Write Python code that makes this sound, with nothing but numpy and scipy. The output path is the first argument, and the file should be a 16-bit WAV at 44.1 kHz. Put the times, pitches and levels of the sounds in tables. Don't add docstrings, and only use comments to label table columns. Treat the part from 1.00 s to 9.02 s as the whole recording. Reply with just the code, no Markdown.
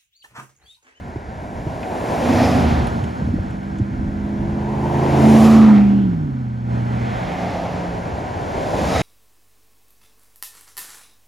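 import sys
import numpy as np
from scipy import signal
from scipy.fft import rfft, irfft, next_fast_len
from scipy.io import wavfile
from scipy.ndimage import uniform_filter1d, minimum_filter1d, map_coordinates

SR = 44100
rng = np.random.default_rng(int(sys.argv[2]) if len(sys.argv) > 2 else 0)


def log_audio(samples):
    frames = np.atleast_2d(samples).T
    limited = np.clip(frames, -1, 1)
    pcm = np.round(limited * 32767).astype(np.int16)
    wavfile.write(sys.argv[1], SR, pcm)


N = 353637

# abreast t/s, time to cover its own distance from the microphone t/s, heading (+1 = to the right),
# body level/dB, tyres peak early by t/s, fade time as a multiple of swell time,
# roar level/dB, hiss level/dB (both before the trims in tyres), hiss swell t/s
PASSES = [(1.46, 0.19, 1, 0.5, 0.024, 0.99, -20, -44, 0.35),
          (4.52, .17, 1, -1, 0.057, 0.79, -16, -35.5, 0.19),
          (6.55, 0.25, -1, -12.5, 0.29, 2.96, -28.5, -52.5, 0.36),
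          (8.1, 0.26, 1, -13, 0.0056, 1, -21.5, -35, 0.22)]
# f/Hz, left leads by/rad, left louder by/dB
LEFT_PORTS = [(60, .1, 0), (430, .45, -1), (540, 1.1, 0), (700, .9, -1), (850, 1.7, 3), (980, 1.2, 4),
              (1200, 2.9, 2), (1530, 5.75, -3), (1850, 5.6, -2), (2080, 6.283, 0)]
ABREAST_PORTS = [(100, 0, 0), (400, -.2, -1), (1100, .4, -1), (1750, -.5, -1), (2080, 0, 0)]
RIGHT_PORTS = [(60, -.1, 0), (300, -.7, 0), (480, -1.9, 2), (660, -2.5, 0), (800, -2.55, -3),
               (970, -2.35, -2), (1300, -2.65, -1), (1620, -2, -1), (1850, -.9, -3), (2080, 0, 0)]


def amp(db):
    return 10 ** (np.asarray(db) / 20)


def level_db(power):
    return 10 * np.log10(power)


def unit(x):
    return x / np.sqrt(np.mean(x ** 2) + 1e-20)


def along(points, hz):
    f, v = np.transpose(points)
    return np.interp(np.log(hz + 1), np.log(f + 1), v)


def clock():
    return np.arange(N) / SR


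def curves(rows):
    s, *columns = np.transpose(rows)
    return [np.interp(clock(), s, column) for column in columns]


def bell(s, length):
    return np.exp(-((clock() - s) / length) ** 2)


def wobble(rate):
    knots = rng.standard_normal(int(N * rate / SR) + 4)
    return map_coordinates(knots, [np.arange(N) * rate / SR])


def filtered(x, response):
    m = next_fast_len(N + SR // 4)
    return irfft(rfft(x, m) * response(np.fft.rfftfreq(m, 1 / SR)), m)[..., :N]


def ports(lead, hz):
    rows, sides = np.array(lead), np.array([[.5], [-.5]])
    louder_db = along(rows[:, ::2], hz) if rows.shape[1] > 2 else 0
    return np.exp(1j * along(rows[:, :2], hz) * sides) * amp(louder_db * sides)


def rush(spectrum):
    # f/Hz, correlation
    likeness = [(50, .92), (150, .96), (500, .88), (1000, .84), (1250, .7), (1600, .62), (2150, .99),
                (4000, .999)]

    def mid_side(hz):
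        turn = np.arccos(np.clip(along(likeness, hz), 0, 1)) / 2
        return amp(along(spectrum, hz)) * [np.cos(turn), np.sin(turn)]

    mid, side = filtered(rng.standard_normal((2, N)), mid_side)
    return unit(np.array([mid + side, mid - side]))


def passing(s, swell_s, db, falloff, linger=1):
    t = clock() - s
    place = t / np.where(t < 0, swell_s, swell_s * linger)
    return amp(db) ** 2 / (1 + place ** 2) ** falloff


def bearings():
    power = np.zeros((3, N))
    for s, pace, heading, db, *_ in PASSES:
        place = np.sign(heading) * (clock() - s) / pace
        near = 1 / (1 + place ** 2)
        sides = np.array([(1 - near) * (place < 0), near, (1 - near) * (place > 0)])
        power += amp(db) ** 2 * near * sides
    return power


def placed(x, shares):
    views = zip(shares, [LEFT_PORTS, ABREAST_PORTS, RIGHT_PORTS])
    return sum(share * filtered(x, lambda hz: ports(lead, hz)) for share, lead in views)


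def distant():
    # f/Hz, relative level/dB per Hz
    wash_colour = [(300, -50.5), (1000, -9.5), (1250, -2.5), (1550, 3.5), (1850, -3.5), (2000, -7),
                   (2250, -5), (2800, -22), (6000, -41.5), (16000, -82.5)]
    wash = filtered(rush(wash_colour), lambda hz: ports(RIGHT_PORTS, hz))
    return amp(-46.0 + 0.53 * wobble(3)) * wash


def wind():
    # t/s, half length/s, level/dB before the trim below
    gust_rows = [(0.662, 0.22, -40), (1.797, 0.16, -30), (2.32, 0.2, -33), (3.038, 0.24, -32),
                 (3.497, 0.3, -34.5), (5.152, 0.25, -32), (6.796, 0.19, -44.5), (7.933, 0.35, -33)]
    # f/Hz, relative level/dB per Hz
    rumble_colour = [(20, -23), (40, -3.5), (70, 2.5), (130, -2), (250, -4.5), (400, -22), (900, -43),
                     (4000, -120)]
    breeze = amp(-41 + 1.5 * wobble(5)) ** 2
    gusts = sum((amp(db) * bell(s, length)) ** 2 for s, length, db in gust_rows)
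    buffet_db = level_db(breeze + gusts)
    lumps = amp(1.6 * wobble(14))
    return amp(buffet_db + 6.5) * lumps * rush(rumble_colour)


def thumps():
    # t/s, f/Hz, peak level/dB before the bass leans to the right
    eddies = [(0.162, 330, -18), (0.171, 115, -20), (0.668, 330, -21), (0.675, 140, -19), (2.035, 115, -12),
              (2.214, 500, -22.5), (2.227, 175, -13.5), (2.279, 210, -12.5), (2.289, 500, -25.5),
              (2.29, 115, -17), (2.301, 95, -19), (2.343, 230, -10.5), (2.366, 210, -18), (2.382, 330, -21),
              (2.388, 560, -22), (2.402, 95, -14), (2.802, 270, -12), (2.817, 110, -10.5),
              (2.925, 110, -17), (3.04, 85, -17), (3.162, 80, -16.5)]
    cycles = .95
    return sum(amp(db) * bell(s, cycles / hz) * np.cos(2 * np.pi * hz * (clock() - s))
               for s, hz, db in eddies)


def slipstream(roar_db, closeness):
    # f/Hz, relative level/dB per Hz
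    body_colour = [(30, -27), (80, -15), (150, -3.5), (270, 1), (420, -4), (600, -21.5), (1200, -46.5),
                   (4000, -120)]
    # f/Hz, relative level/dB per Hz
    trail_colour = [(20, -19.5), (45, -9), (80, 2), (140, -1), (220, -12), (400, -41.5), (900, -120)]
    body_db, trail_db, trail_lag_s = -1.8, -6.5, .14
    swell = amp(roar_db + 0.44 * wobble(17)) * closeness ** 0.25
    trailing = np.interp(clock() - trail_lag_s, clock(), swell)
    return amp(body_db) * swell * rush(body_colour) + amp(trail_db) * trailing * rush(trail_colour)


def wakes():
    # t/s, half length/s, level/dB
    wake_rows = [(1.692, 0.16, -29), (4.717, 0.18, -27)]
    # f/Hz, relative level/dB per Hz
    swirl_colour = [(150, -9), (350, -2.5), (800, 3.5), (1300, -6), (2200, -9), (3500, -13.5),
                    (7000, -29.5), (15000, -43.5)]
    swell = sum(amp(db) * bell(s, length) for s, length, db in wake_rows)
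    return swell * amp(2.8 * wobble(25.18)) * rush(swirl_colour)


def grit():
    # t/s, stone f/Hz, stone level/dB, crack f/Hz, crack level/dB
    landings = [(0.829, 2200, -30, 4560, -47.5), (1.87, 3260, -35, 9800, -42),
                (2.039, 2700, -39, 7560, -46), (2.507, 2350, -45, 7800, -53), (2.785, 3000, -48, 7000, -47)]
    spread, t60_s = 1.2, .05
    ticks, t = np.zeros(N), np.arange(SR // 20) / SR
    for s, hz, db, crack_hz, crack_db in landings:
        for centre, level in [(hz, db), (crack_hz, crack_db)]:
            band = signal.butter(2, [centre / spread, centre * spread], "band", fs=SR, output="sos")
            ring = unit(signal.sosfilt(band, rng.standard_normal(len(t))))
            ticks[round(s * SR):][:len(t)] += amp(level - 60 * t / t60_s) * ring
    return ticks


def ping():
    s, hz, db = 1.448, 5040, -25
    t60_s, attack_s = .04, .002
    t = np.maximum(clock() - s, 0)
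    return amp(db - 60 * t / t60_s) * (1 - np.exp(-t / attack_s)) * np.sin(2 * np.pi * hz * t)


def narrow_bands():
    # t/s, half length/s, f/Hz, width/Hz, level/dB, glide/Hz per s
    bands = [(0.952, 0.33, 680, 300, -34.5, 0), (1.45, 0.11, 5010, 900, -40.5, 1.5),
             (3.954, 0.36, 894.5, 200, -31, 0), (4.56, 0.19, 1161, 302, -22.5, 400.5),
             (4.689, 0.036, 946, 221.3, -19, 0), (4.81, 0.063, 770, 161, -26.5, 500.5),
             (4.745, .12, 1906, 650, -31.5, 3000), (4.988, 0.082, 2900, 650, -45, 3199.5),
             (4.99, 0.081, 861, 220, -43, -0.5), (6.248, 0.39, 2050, 895, -40, 0),
             (6.2, 0.22, 3380, 1098, -48, 1), (6.538, 0.31, 690, 328.6, -29, -0.5),
             (7.598, 0.9, 97.8, 43.2, -34, -0.5), (7.76, 0.15, 573.7, 170, -27, 0),
             (8.012, 0.083, 2020, 800, -30, -0.5), (8, 0.11, 1274, 80, -33, 2),
             (8, 0.09, 3840, 190, -38, -3), (8, 0.12, 5130, 300, -45, 0), (8, 0.073, 6450, 302, -45, 0)]
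    sound = np.zeros(N)
    for s, length, hz, width, db, glide in bands:
        a, b = filtered(rng.standard_normal((2, N)), lambda f: 1 / (1 + (2 * f / width) ** 2))
        turn = 2 * np.pi * np.cumsum(hz + glide * (clock() - s)) / SR
        sound += amp(db) * bell(s, length) * unit(a * np.cos(turn) + b * np.sin(turn))
    return sound


def road():
    roar, hiss = amp(-45) ** 2, amp(-63) ** 2
    roar_reach = 1.957
    roar_falloff, hiss_falloff = 1.885, 1.74
    for s, pace, _, _, early_s, linger, roar_db, hiss_db, hiss_s in PASSES:
        roar = roar + passing(s - early_s, roar_reach * pace, roar_db, roar_falloff, linger)
        hiss = hiss + passing(s - early_s, hiss_s, hiss_db, hiss_falloff, linger)
    return level_db(roar), level_db(hiss)


def hollowed(x, share):
    delay_s, reflection_gain = .00093, .42
    echo = filtered(x, lambda hz: np.exp(-2j * np.pi * hz * delay_s))
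    gain = reflection_gain * share ** 2
    return (x + gain * echo) / np.sqrt(1 + gain ** 2)


def tyres(roar_db, hiss_db, shares, closeness):
    # f/Hz, relative level/dB per Hz
    left_colour = [(40, -41.5), (110, -10), (260, -2), (400, -2.5), (500, -2), (600, 1.5), (740, 1),
                   (860, -2.5), (1000, -4), (1200, -14.5), (1600, -15.5), (1900, -17), (2400, -21.5),
                   (3200, -29), (6000, -58), (16000, -87.5)]
    abreast_colour = [(40, -20), (110, 4.5), (260, -2.5), (400, -5), (500, 0), (600, 0), (740, 3),
                      (950, -8), (1200, -10), (1450, -15), (1800, -13.5), (2400, -16.5), (3200, -22.5),
                      (6000, -30), (16000, -89.5)]
    right_colour = [(40, -35), (110, 3.5), (260, -6), (400, -6), (500, -5), (620, -5), (740, -2), (950, -6),
                    (1200, -14), (1450, -10), (1800, -19.5), (2400, -25.5), (3200, -29), (6000, -48.5),
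                    (16000, -99.5)]
    # f/Hz, relative level/dB per Hz
    hiss_colour = [(500, -57.5), (1200, -23.5), (2600, -1.5), (3600, -1), (5000, -3), (7000, -6),
                   (10000, -15.5), (13000, -24.5), (15500, -28.5)]
    # f/Hz, relative level/dB per Hz
    fizz_colour = [(1000, -64.5), (3000, -22), (6000, -2.5), (9000, -2), (15500, -10)]
    fizz_lead_s = 0.044
    views = [(left_colour, LEFT_PORTS, 1.5), (abreast_colour, ABREAST_PORTS, 2),
             (right_colour, RIGHT_PORTS, 1.8)]
    roar = sum(np.sqrt(share) * amp(db) * filtered(rush(colour), lambda hz: ports(lead, hz))
               for share, (colour, lead, db) in zip(shares, views))
    flutter = wobble(22)
    hiss = amp(hiss_db + 2.4 + .5 * flutter) * rush(hiss_colour)
    near_hiss = amp(hiss_db) * closeness ** 0.31
    spray = np.interp(clock() + fizz_lead_s, clock(), near_hiss)
    fizz = amp(2.0 + 1.0 * wobble(4.7)) * spray * rush(fizz_colour)
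    return amp(roar_db + 0.72 * flutter) * roar + hollowed(hiss + fizz, shares[2])


def exhaust(firing_hz, orders, count, waver_db, jitter):
    turn = 2 * np.pi * np.cumsum(firing_hz * (1 + jitter * wobble(30))) / count / SR
    return sum(amp(db + waver_db * wobble(7)) * np.sin(round(k) * turn + rng.uniform(0, 2 * np.pi))
               for k, db in orders)


def heard(rows):
    return np.clip(np.minimum(clock() - rows[0][0], rows[-1][0] - clock()) / 0.15, 0, 1)


def far_car():
    # t/s, firing f/Hz, level/dB before the trim below
    hum_track = [(6.1, 180, -21.5), (6.35, 181.2, -27.5), (6.7, 177.8, -26), (7, 174.2, -29),
                 (7.3, 169, -44), (7.6, 172, -52)]
    firing_hz, hum_db = curves(hum_track)
    hum = exhaust(firing_hz, [(1, 0.0014)], count=1, waver_db=2.0, jitter=0.0057)
    return heard(hum_track) * amp(hum_db - 1.0) * hum


def van():
    # t/s, engine cycle f/Hz, drone level/dB, boom level/dB
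    van_track = [(1.05, 26.48, -41, -46), (1.27, 26.52, -21, -29), (1.41, 26.6, -16, -28),
                 (1.56, 26.28, -14, -18.5), (1.68, 25.8, -16, -18), (1.87, 25.28, -27, -24),
                 (2.1, 25.1, -29.5, -31.5), (2.4, 24.9, -42, -38)]
    # multiple of the engine cycle, relative level/dB
    drone_orders = [(9, -1.5), (10, -8.5)]
    boom_orders = [(3, 0), (5, -4), (7, -12)]
    cycle_hz, drone_db, boom_db = curves(van_track)
    drone = amp(drone_db) * exhaust(cycle_hz, drone_orders, count=1, waver_db=2.5, jitter=0.0051)
    boom = amp(boom_db) * exhaust(cycle_hz, boom_orders, count=1, waver_db=2.5, jitter=0.0051)
    return heard(van_track) * (drone + boom)


def v8_levels():
    # loudest t/s, swell t/s, level/dB
    nose = (3.5, 0.83, -22.5)
    tailpipe = (4.635, 0.25, 2.5)
    burble = (4.48, 0.35, -15)
    falloff = 1.58
    burble_lingers = 1.65
    opens_s, opening_s = 4.1, 0.17
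    shift_s, shift_length_s, shift_dip_db = 5.26, 0.17, 4
    in_view = np.clip((clock() - opens_s) / opening_s, 0, 1)
    nose_db = level_db(passing(*nose, falloff))
    tail_db = level_db(passing(*tailpipe, falloff))
    burble_db = level_db(passing(*burble, falloff, burble_lingers))
    boom_db = (1 - in_view) * nose_db + in_view * tail_db - shift_dip_db * bell(shift_s, shift_length_s)
    return boom_db, burble_db


def v8():
    # t/s, firing f/Hz
    v8_track = [(1.8, 183.6), (2.7, 198.3), (3.5, 207.7), (4.3, 219), (4.52, 221.7), (4.67, 216.7),
                (4.78, 204.7), (5.02, 198.7), (5.16, 163.8), (5.33, 131.2), (5.5, 120.4), (6.27, 120)]
    # t/s, stage (0 far off, 1 coming, 2 abreast, 3 leaving, 4 cruising)
    stage_track = [(3.2, 0), (3.7, 1), (4.05, 1), (4.27, 2), (4.5, 2), (4.7, 3), (5.1, 3), (5.35, 4)]
    # multiple of the engine cycle, relative level/dB
    far_orders = [(3, -1), (5, -2), (6, 0), (10, 1.5), (11, -4), (13, 1.5), (16, -8)]
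    coming_orders = [(3, -4.5), (5, 3.5), (6, -4.5), (10, -8), (11, -9), (13, -2), (14, -11), (16, -8)]
    abreast_orders = [(3, -5.5), (5, 2.5), (6, -13), (10, -5), (11, 0), (13, -4), (14, -13), (16, -10)]
    leaving_orders = [(3, -5), (5, 1.5), (10, -6), (11, -3), (12, -9), (13, -10)]
    cruising_orders = [(5, -6), (12, -3), (13, -10), (14, 0), (15, -8), (16, -3)]
    puff_levels = [-20, -17.5, -13.5, -1.5, -12.5]
    # f/Hz, relative level/dB per Hz
    puff_colour = [(80, -120), (170, -32), (235, -3.5), (275, -5.5), (330, -11.5), (450, -19), (900, -120)]
    firing_hz, = curves(v8_track)
    boom_db, burble_db = v8_levels()
    boom = amp(boom_db) * exhaust(firing_hz, [(1, 0)], count=1, waver_db=.3, jitter=.002)
    stage, = curves(stage_track)
    stages = [far_orders, coming_orders, abreast_orders, leaving_orders, cruising_orders]
    gains, puff = {}, 0
    for i, (orders, puff_db) in enumerate(zip(stages, puff_levels)):
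        share = np.maximum(0, 1 - np.abs(stage - i))
        puff = puff + share * amp(puff_db)
        for k, db in orders:
            gains[round(k)] = gains.get(round(k), 0) + share * amp(db)
    blend = [(k, level_db(gain ** 2 + 1e-12)) for k, gain in gains.items()]
    burble = exhaust(firing_hz, blend, count=8, waver_db=1.2, jitter=.002)
    gas = puff * rush(puff_colour)[0]
    return heard(v8_track) * (boom + amp(burble_db) * (burble + gas))


def scene():
    power = bearings()
    closeness = power.sum(axis=0)
    shares = power / closeness
    roar_db, hiss_db = road()
    engines = far_car() + van() + v8()
    low = placed(engines + slipstream(roar_db, closeness), shares) + wind() + thumps()
    leaning = low * amp([[-.6], [.6]])
    small_sounds = narrow_bands() + grit() + ping()
    return distant() + wakes() + small_sounds + tyres(roar_db, hiss_db, shares, closeness) + leaning


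def gain_control(x):
    loudest_db, hold_s, recover_db_per_s = -6, 0.98, 67
    step = SR // 100
    power = np.abs(uniform_filter1d(np.mean(x ** 2, axis=0), size=SR // 12))[::step]
    gain_db, turned_s, gains = 0, 0, []
    for s, room_db in zip(clock()[::step], loudest_db - level_db(power + 1e-12)):
        if room_db < gain_db:
            gain_db, turned_s = room_db, s
        elif s > turned_s + hold_s:
            gain_db = min(0, room_db, gain_db + recover_db_per_s * step / SR)
        gains.append(gain_db)
    return x * amp(np.interp(clock(), clock()[::step], gains))


def limited(x):
    ceiling = .95
    needed = np.minimum(1, ceiling / (np.abs(x).max(axis=0) + 1e-9))
    return x * uniform_filter1d(minimum_filter1d(needed, size=900), size=800)


def record(dry):
    # f/Hz, left leads by/rad
    treble_spread = [(7450, 0), (7650, -1.3), (8500, -3.14), (9700, -6.28), (10350, -6.28), (12050, -9.42),
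                     (13600, -12.57), (14400, -12.57), (15500, -15.7)]
    top_hz = 15600
    spread = filtered(dry, lambda hz: ports(treble_spread, hz))
    levelled = limited(gain_control(spread))
    return filtered(levelled, lambda hz: hz < top_hz)


dry = scene()
out = record(dry)
log_audio(out)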